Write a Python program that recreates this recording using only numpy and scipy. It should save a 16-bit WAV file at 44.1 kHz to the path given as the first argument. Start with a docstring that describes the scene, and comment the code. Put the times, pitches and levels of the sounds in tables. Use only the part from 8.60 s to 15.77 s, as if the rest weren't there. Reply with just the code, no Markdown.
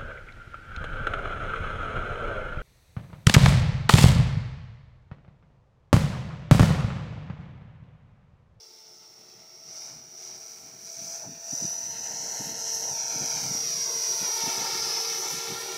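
"""A faint gear whine and hiss, far off over a grass field: a small electric model helicopter, which
flies in and passes over a single microphone. Its gears whine and its motor hums on multiples of the
rotor speed, tooth noise rings the frame, and the blades rush. An echo off the ground combs all but
the main whine. Close up, gusts thump on the microphone, over a thin electronic tone and faint hiss."""
import sys
import numpy as np
from scipy import signal
from scipy.fft import rfft, irfft, next_fast_len
from scipy.io import wavfile
from scipy.ndimage import uniform_filter1d

SR = 44100
rng = np.random.default_rng(int(sys.argv[2]) if len(sys.argv) > 2 else 0)


def transcribe(signal):
    """Save signal, clipped to [-1, 1], as a 16-bit WAV file at the path in sys.argv[1]."""
    frames = np.atleast_2d(signal).T
    limited = np.clip(frames, -1, 1)
    pcm = np.round(limited * 32767).astype(np.int16)
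    wavfile.write(sys.argv[1], SR, pcm)


N = 316197

GEAR_TEETH, PINION_TEETH, TAIL_RATIO = 150, 13, 5
WHINE_MULTIPLES = GEAR_TEETH - TAIL_RATIO * np.arange(3)   # "multiple" always means of rotor speed
NEAR_SHARE = 0.57   # share of loss_db that rotor sidebands and overtones take

# Rotor speed as heard at the microphone: time_s, turns_per_s
ROTOR_SPEED = [(0, 38.352), (0.5, 38.057), (0.75, 38.239), (1.25, 38.48), (1.75, 38.656), (2.0, 38.807),
               (2.5, 39.324), (2.75, 39.423), (3.25, 39.363), (3.5, 39.489), (4.25, 39.395), (4.75, 39.526),
               (5.5, 39.485), (6.25, 39.483), (7.0, 39.63), (7.17, 39.607)]
# The approach from far off to overhead: time_s, gear_hiss_db, tip_hiss_db, rush_db
APPROACH = [(0, -48.5, -60.5, -62.5), (0.9, -57, -66.5, -60.5), (2.2, -45, -51, -54.5),
            (3.2, -42.5, -51.5, -50), (3.8, -32.5, -49, -44.5), (4.3, -37.5, -51.5, -47),
            (4.75, -34, -45, -40.5), (5.05, -35.5, -45.5, -45), (5.5, -33, -42, -42.5),
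            (5.7, -33, -44, -41.5), (5.85, -34, -43.5, -37.5), (6.3, -31, -42.5, -37),
            (6.8, -35.5, -43, -39), (7.17, -39.5, -43.5, -40.5)]
# Swelling and sinking through the air, most at a distance: time_s, gain_db
AIR_FADING = [(0, -5.5), (1.04, 0), (1.165, 7.5), (1.29, 5.5), (1.415, -3.5), (1.54, -3), (1.665, 5),
              (1.79, -2), (1.915, -1), (2.165, -9.5), (2.29, -2), (2.54, 3.5), (2.665, -6.5), (2.79, -7.5),
              (2.915, 4), (3.04, 5), (3.165, 2), (3.4, -0.5), (3.6, 0.5), (3.95, -3), (4.15, 2), (4.3, 2),
              (4.5, 0.5), (4.7, 1.5), (4.85, -0.5), (5.25, 0.5), (5.5, 1.5), (6.1, 1.5), (6.55, -3),
              (6.85, -3), (7.17, -2)]
# Turbulence on the way to the microphone: time_s, mesh_phase_wander_cycles
TURBULENCE = [(0, .3), (1.5, .28), (2.6, .1), (3.8, .07), (4.3, .14), (5, .05)]
# Colour as the craft shows its side: time_s, lower_frame_db, upper_frame_db, overtones_db,
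# motor_sidebands_db, rotor_sidebands_db, tail_sidebands_db, swish_db
ASPECT = [(0, 4, -5, -17, 1, 4, -10, -0.5), (1, 1, 0, -6, -7, 8.5, 11.5, -8),
          (2, -2, -1, -31, 4, 6, 9.5, -13), (2.6, -0.5, 4, -36, 12, 6.5, -3, -22),
          (3.1, -4, 3, -4, 3, 10.5, -1, -21), (3.6, -4, 6, -4.5, -14, 9.5, 3, -19),
          (3.85, -9, 7.5, 2.5, -9, 2, -3, -15), (4.1, 0, 9.5, 3.5, -6, 12, 11, -7),
          (4.3, -4, 6.5, 2.5, 1, 9, 8, -8), (4.6, -1.5, 5, -0.5, 5, 4.5, 13, -17),
          (5.2, 6, 5, -4.5, 4, 8, -4, -7), (5.5, -0.5, -5, -6, -5, -1, 7, -9),
          (5.8, 4, 3, 1, -3, -7, -3, -3.5), (6.1, 8, 2, -2.5, -6, -3, -3, -8),
          (6.4, 9.5, -1, 0, 4, 3, 6, -5.5), (6.7, 8, 15.5, 3, 8, 6, -4, -2),
          (7.17, 4, 0, -5.5, -16, -13, 3, -0.5)]
# Whine at the microphone: time_s, mesh_db, first_tail_sideband_db, second_tail_sideband_db
WHINE_LEVELS = [(0, -63, -66, -60), (0.27, -65.6, -61.8, -55.5), (0.5, -66, -57.5, -59),
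                (0.7, -65, -60, -66), (0.9, -61.8, -54.9, -63.2), (1.2, -50.5, -48.7, -61.1),
                (1.45, -54.8, -60.4, -66.6), (1.7, -49.0, -52.0, -57.4), (2.05, -56.5, -60.7, -61.0),
                (2.4, -44.1, -51.2, -56.9), (2.55, -42.1, -48.9, -58.2), (2.75, -48.8, -52.0, -61.7),
                (3, -34.2, -45.1, -47.9), (3.3, -37.2, -54.3, -54.3), (3.6, -39.6, -51.1, -51.8),
                (3.85, -42.5, -48, -46.3), (4.05, -39.5, -46, -47.0), (4.2, -40, -35.5, -44),
                (4.4, -43, -36, -41.6), (4.55, -35.5, -41, -45.9), (4.75, -38.3, -43.4, -45.0),
                (5, -50.1, -32.0, -53.0), (5.25, -44.4, -31.2, -44.8), (5.5, -38.6, -33.8, -47.9),
                (5.7, -36.6, -33.0, -44.6), (5.9, -36.1, -38.4, -50.5), (6.1, -39.3, -38.6, -48.7),
                (6.3, -42.0, -38.7, -45.0), (6.55, -35.4, -40.2, -51.3), (6.8, -39.8, -46.7, -51.7),
                (7, -44.4, -42.8, -55.2), (7.17, -43.5, -43.8, -49.3)]
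# Weaker tones round the mesh, relative to the gear hiss: multiple, level_db
MESH_SIDEBANDS = [(130, -23), (133.46, -21), (135, -20), (138.46, -18), (141, -15), (147, -13), (148, -12),
                  (149, -16), (151, -17), (152, -15), (154, -15), (155, -16), (158, -19), (160, -21),
                  (161.54, -16)]
# Frame and canopy resonances: pitch_hz, width_hz, gain_db
FRAME_MODES = [(4420, 1800, -11), (4794, 330, -1), (5207, 630, 1.5), (5873, 550, 5.5), (6260, 1340, -4.5)]
# Higher frame resonances, relative to the tip hiss: pitch_hz, width_hz, level_db
HIGH_FRAME_MODES = [(9200, 3600, -5), (10150, 860, -8), (12050, 2800, -6.5)]
# High gear tones, relative to the tip hiss: multiple, level_db
MESH_OVERTONES = [(212, -10), (217, -15), (285, -15), (288.46, -14), (290, -14), (295, -10), (300, -11)]
# Where the overtones are strongest: time_s, multiple
FAVOURED_OVERTONE = [(4.45, 295), (5, 289.5)]
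# Motor hum, relative to the rush: time_s, shaft_db, octave_db, sideband_db, drone_db
HUM_LEVELS = [(0, 0.5, -7, 0.5, -15), (1.1, -8, -14, -7.5, -7.5), (2.0, -8.5, -29, -3.5, -11),
              (2.7, -15, -19, -21, -3.5), (3.4, -15.5, -8, -44, -11.5), (4.5, -9.5, -5.5, -22, -12.5),
              (5.2, -8, -19.5, -15, -13.5), (5.9, -18.5, -6, -16.5, 1), (6.4, -8.5, -17, -13, -19),
              (6.75, -12, -26, -8, -18), (7.17, -7, -36, -7.5, -9)]
# Motor and tail buzz, relative to the rush: multiple, level_db
BUZZ_TONES = [(15.8, -17), (20, -13), (25.46, -17), (34.62, -13), (46.15, -18), (57.69, -19)]
# Rise and fall of that buzz: time_s, gain_db
BUZZ_GAIN = [(0, -5.5), (1, -3.5), (3.6, -5), (4.2, -3.5), (4.8, -5), (5.7, -10), (6.7, -0.5), (7.17, 2.5)]
# Spectrum of the blade rush: frequency_hz, relative_density_db
RUSH_SPECTRUM = [(90, -19), (140, -18.5), (350, -6.5), (540, -4.5), (850, -0.5), (1030, -1.5), (1170, -1),
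                 (1350, -4), (1700, -5.5), (2300, -0.5), (3400, -11.5), (4500, 0), (7000, -10)]
# Spectrum of the blade tip hiss: frequency_hz, relative_density_db
TIP_SPECTRUM = [(5000, 8), (7000, 7.5), (9000, 6.5), (11500, 1), (13500, 2.5), (16000, 1)]
# Echo off the grass: time_s, extra_path_ms, low_strength (0-1), treble_strength (0-1)
GRASS_ECHO = [(0, 1.45, .45, .2), (1.1, 1.42, .4, .2), (2.2, 1.2, .3, .25), (2.6, 1.08, .6, .45),
              (3.0, .96, .7, .55), (3.5, .86, .97, .85), (3.85, .82, .97, .9), (4.1, .83, 1, .85),
              (4.25, .86, 1, .6), (4.4, 1.12, 1, .45), (4.65, 1.21, 1, .7), (4.95, 1.38, .35, .1),
              (5.2, 1.87, .75, .15), (5.5, 2.05, .8, .3), (5.9, 2.24, .85, .3), (6.3, 2.27, .85, .2),
              (7.17, 2.2, .65, .35)]
# Puffs of wind on the microphone: peak_s, level_db, length_s
PUFFS = [(2.444, -54, 0.14), (2.691, -45.5, 0.079), (2.936, -39, 0.015), (3.022, -39, 0.022),
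         (3.05, -35, 0.02), (3.644, -49, 0.044), (3.81, -39, 0.023), (3.893, -44.5, 0.1),
         (4.558, -42, 0.049), (4.626, -36.5, 0.047), (4.845, -45, 0.05), (4.916, -38, 0.021),
         (4.952, -41, 0.012), (5.626, -43, 0.03), (5.84, -44, 0.017), (5.88, -39, 0.027),
         (6.007, -47, 0.092), (6.147, -44, 0.033), (6.751, -47, 0.06), (6.912, -41, 0.051)]
# Steady wind between the puffs: time_s, level_db
BREEZE_LEVEL = [(0.0, -79), (0.6, -68), (1.7, -64.5), (2.6, -63), (4.2, -56), (4.93, -49.5), (5.39, -62),
                (7.17, -56)]
# Spectrum of wind on the microphone: frequency_hz, relative_density_db
WIND_SPECTRUM = [(20, -54), (45, -10), (70, -15), (130, 2.5), (220, -1.5), (330, -8), (480, -26)]
# Thin electronic tone: time_s, level_db
WHISTLE_LEVEL = [(0, -72), (3, -64), (5, -62.5), (7.17, -64)]
# Spectrum of the microphone's own hiss: frequency_hz, relative_density_db
MIC_HISS_SPECTRUM = [(300, 18), (3000, -9), (10000, -20), (13500, -14), (16000, -8)]


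def helicopter():
    """Gears, motor and blades, all geared to one rotor, as they reach the microphone across the field."""
    turns = np.cumsum(in_time(ROTOR_SPEED)[0]) / SR
    fading_db = np.outer((1, 0.79, 0.43), in_time(AIR_FADING)[0])   # gears swing most, the rush least
    gear_db, tips_db, rush_db = in_time(APPROACH) + fading_db
    lower_db, upper_db, overtones_db, *groups_db, swish_db = in_time(ASPECT)
    gears = gear_hiss(turns, lower_db, upper_db) + sidebands(turns, lower_db, *groups_db)
    highs = tip_hiss(turns) + amp(overtones_db) * gear_overtones(turns)
    body = blade_rush(swish_db) + motor_hum(turns)
    direct = amp(gear_db) * gears + amp(rush_db) * body + amp(tips_db) * highs
    return ground_bounce(direct) + whine(turns)


def whine(turns):
    """The gear mesh and two tail-drive sidebands below it, with a rasp that grows with turbulence."""
    levels_db = in_time(WHINE_LEVELS)
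    rasp_db = np.max(levels_db, axis=0) - 14 + 7 * in_time(TURBULENCE)[0]
    mesh = tones(turns, zip(WHINE_MULTIPLES, levels_db), fade_db=0.63)
    return mesh + amp(rasp_db) * rasp(turns, favoured_multiple(), half_width_hz=95)


def gear_hiss(turns, lower_db, upper_db):
    """Uneven tooth contact rings the frame and canopy, beating with the rotor and tail shaft."""
    hiss = 0
    for hz, width_hz, db in FRAME_MODES:
        side_db = lower_db * (hz < 5600) + upper_db * (hz > 6000)
        hiss += ringing(hz, width_hz, widen=1.43) * amp(db + side_db + 1.3 * drift(9.6))
    running_rms = np.sqrt(uniform_filter1d(hiss ** 2, size=SR // 2))
    steady = hiss / running_rms   # turning shifts the colour, not the loudness
    return steady * throb(turns, [(1, .15), (2, .25), (TAIL_RATIO, .25)])


def sidebands(turns, lower_db, motor_db, rotor_db, tail_db):
    """Motor, tail and rotor sidebands of the mesh; each family changes as the craft turns."""
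    centre = favoured_multiple()
    partials = []
    for multiple, db in MESH_SIDEBANDS:
        if multiple % 1:
            family_db = motor_db
        elif multiple % TAIL_RATIO == 0:
            family_db = tail_db
        else:
            family_db = rotor_db + NEAR_SHARE * loss_db(multiple, centre)
        frame_db = lower_db * (multiple < WHINE_MULTIPLES[-1])   # the lowest follow the lower resonances
        partials.append((multiple, db + frame_db + family_db))
    return tones(turns, partials, fade_db=1.8)


def gear_overtones(turns):
    """Overtones of the mesh, with tooth noise ringing the higher frame resonances."""
    rings = sum(amp(db + 2.8 * drift(9.3)) * rms_one(ringing(hz, width_hz, widen=3.1))
                for hz, width_hz, db in HIGH_FRAME_MODES)
    centre, = in_time(FAVOURED_OVERTONE)
    partials = [(multiple, db + NEAR_SHARE * loss_db(multiple, centre)) for multiple, db in MESH_OVERTONES]
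    return rings + tones(turns, partials, fade_db=3.5) + amp(-13) * rasp(turns, centre, half_width_hz=110)


def blade_rush(swish_db):
    """Air rushing over the blades, with a thin swish off their edges; lows and highs flicker apart."""
    swish = rms_one(ringing(hz=3640, width_hz=2000, widen=1))
    air = coloured(RUSH_SPECTRUM) + amp(swish_db) * swish
    deep = lowpass(air, hz=1150)
    return deep * amp(3.2 * drift(7.0)) + (air - deep) * amp(1.4 * drift(17.5))


def tip_hiss(turns):
    """The blade tips hiss, pulsing twice a turn."""
    return coloured(TIP_SPECTRUM) * throb(turns, [(2, .15)]) * amp(0.72 * drift(15.0))


def motor_hum(turns):
    """The motor's shaft tone, its octave, a drone and the motor and tail buzz, chopped by the blades."""
    shaft, drone = GEAR_TEETH / PINION_TEETH, 16.97   # multiples
    shaft_db, octave_db, sideband_db, drone_db = in_time(HUM_LEVELS)
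    hum = tones(turns, [(shaft, shaft_db), (2 * shaft, octave_db), (drone, drone_db)], fade_db=1.5)
    hum += amp(in_time(BUZZ_GAIN)[0]) * tones(turns, BUZZ_TONES, fade_db=2.5)
    hum += amp(sideband_db) * rasp(turns, shaft - 2, half_width_hz=7)
    hum += amp(octave_db - 6) * rasp(turns, 2 * shaft, half_width_hz=61)
    return hum * throb(turns, [(1, .3), (2, .25)])


def ground_bounce(direct, flip_ms=.84, cycles_per_ms=1.0):
    """The microphone gets the direct sound minus a late, duller, phase-turned copy off the grass."""
    path_ms, strength, treble = in_time(GRASS_ECHO)
    phase_cycles = np.minimum(cycles_per_ms * (path_ms - flip_ms), .46)   # zero is a clean flip
    path_ms = path_ms * (1 + .02 * drift(3))   # warm air over the grass bends the path
    dull, bright = lowpass(direct, hz=2800), lowpass(direct, hz=7000)
    strength = np.clip(strength + .02 * drift(4.0), 0, 1)
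    treble = np.clip(treble + .2 * drift(6.0), 0, 1)   # comes and goes over uneven grass
    analytic = signal.hilbert(strength * dull + treble * (bright - dull), next_fast_len(N))[:N]
    late = np.interp(np.arange(N) - path_ms * SR / 1000, np.arange(N), analytic)
    echo = np.real(late * np.exp(2j * np.pi * phase_cycles))
    return (direct - echo) / np.sqrt(1 + strength ** 2)


def wind():
    """Eddies right on the microphone port: a lumpy rumble, and a higher thump in each puff."""
    time = np.arange(N) / SR
    breeze = amp(in_time(BREEZE_LEVEL)[0] + 3.43 * drift(6.1))
    puffs = sum(amp(db) * np.exp(-(2 * (time - peak_s) / length_s) ** 2) for peak_s, db, length_s in PUFFS)
    rumble = coloured(WIND_SPECTRUM)
    thump = rms_one(resonance(coloured(WIND_SPECTRUM), hz=212, width_hz=560))
    return breeze * rumble + puffs * thump


def whistle(pitch_hz=15000):
    """A thin electronic tone at a steady pitch."""
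    return np.sqrt(2) * amp(in_time(WHISTLE_LEVEL)[0]) * np.sin(2 * np.pi * pitch_hz * np.arange(N) / SR)


def microphone_hiss(level_db=-70.5):
    """The microphone's own noise floor."""
    return amp(level_db) * coloured(MIC_HISS_SPECTRUM)


def favoured_multiple():
    """The multiple on which the whine's power is centred."""
    power = amp(in_time(WHINE_LEVELS)) ** 2
    return WHINE_MULTIPLES @ power / power.sum(axis=0)


def loss_db(multiple, favoured):
    """How much a tone drops for lying away from the favoured multiple."""
    return np.maximum(-2.5 * (multiple - favoured) ** 2, -9.5)


def tones(turns, partials, fade_db):
    """Sines on (multiple, level_db) rows; moving air makes them fade, flutter and wander in phase."""
    wander, = in_time(TURBULENCE)
    total = 0
    for multiple, db in partials:
        cycles = multiple * turns + rng.random() + wander * np.sqrt(multiple / GEAR_TEETH) * drift(6.6)
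        level_db = db + fade_db * drift(5.7) + 1.93 * drift(23.0)
        total += np.sqrt(2) * amp(level_db) * np.sin(2 * np.pi * cycles)
    return total


def rasp(turns, multiple, half_width_hz):
    """A narrow band of noise riding on a multiple; rms 1."""
    noise = rms_one(signal.lfilter(*signal.butter(2, half_width_hz, fs=SR), rng.standard_normal(N)))
    cycles = np.cumsum(multiple * np.gradient(turns))
    return np.sqrt(2) * noise * np.sin(2 * np.pi * cycles)


def throb(turns, beats):
    """Gain that beats with the shafts, from (multiple, depth) rows."""
    return 1 + sum(depth * np.cos(2 * np.pi * (multiple * turns + rng.random()))
                   for multiple, depth in beats)


def ringing(hz, width_hz, widen):
    """Noise through two resonances at one pitch, the second widen times as wide."""
    return resonance(resonance(rng.standard_normal(N), hz, width_hz), hz, widen * width_hz)


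def resonance(x, hz, width_hz):
    """Two-pole peak with gain 1 on top."""
    r = np.exp(-np.pi * width_hz / SR)
    feedback = [1, -2 * r * np.cos(2 * np.pi * hz / SR), r * r]
    return signal.lfilter(np.array([1, 0, -1]) * (1 - r * r) / 2, feedback, x)


def lowpass(x, hz):
    """Treble roll-off with no phase shift."""
    return signal.filtfilt(*signal.butter(2, hz, fs=SR), x)


def coloured(spectrum):
    """Noise with the given spectrum; rms 1."""
    size = next_fast_len(N)
    hz, db = np.transpose(spectrum)
    bins_hz = np.arange(1, size // 2 + 2) * SR / size
    shape_db = np.interp(np.log(bins_hz), np.log(hz), db, left=-90, right=-90)
    return rms_one(irfft(rfft(rng.standard_normal(size)) * amp(shape_db), size)[:N])


def drift(rate_hz, hop=40, settle=2000):
    """Random wander of spread 1, changing about rate_hz times a second."""
    r = np.exp(-2 * np.pi * hop * rate_hz / SR)
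    slow = signal.lfilter([1], [1, -2 * r, r * r], rng.standard_normal(N // hop + settle + 2))[settle:]
    return np.interp(np.arange(N) / hop, np.arange(len(slow)), rms_one(slow))


def in_time(rows):
    """Columns of a timed table as curves, one value a sample."""
    time_s, *columns = np.transpose(rows)
    return [np.interp(np.arange(N) / SR, time_s, column) for column in columns]


def amp(db):
    """Gain of a level in dB."""
    return 10 ** (np.asarray(db) / 20)


def rms_one(x):
    """Scale to rms 1."""
    return x / np.sqrt(np.mean(x ** 2) + 1e-20)


def scene():
    """One microphone in the field feeds both channels."""
    mono = helicopter() + wind() + whistle() + microphone_hiss()
    return np.array([mono, mono])


def record(dry):
    """A steep high cut after the microphone."""
    cutoff_hz = 15680
    return signal.sosfilt(signal.ellip(14, .3, 75, cutoff_hz, fs=SR, output="sos"), dry)


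dry = scene()
out = record(dry)
transcribe(out)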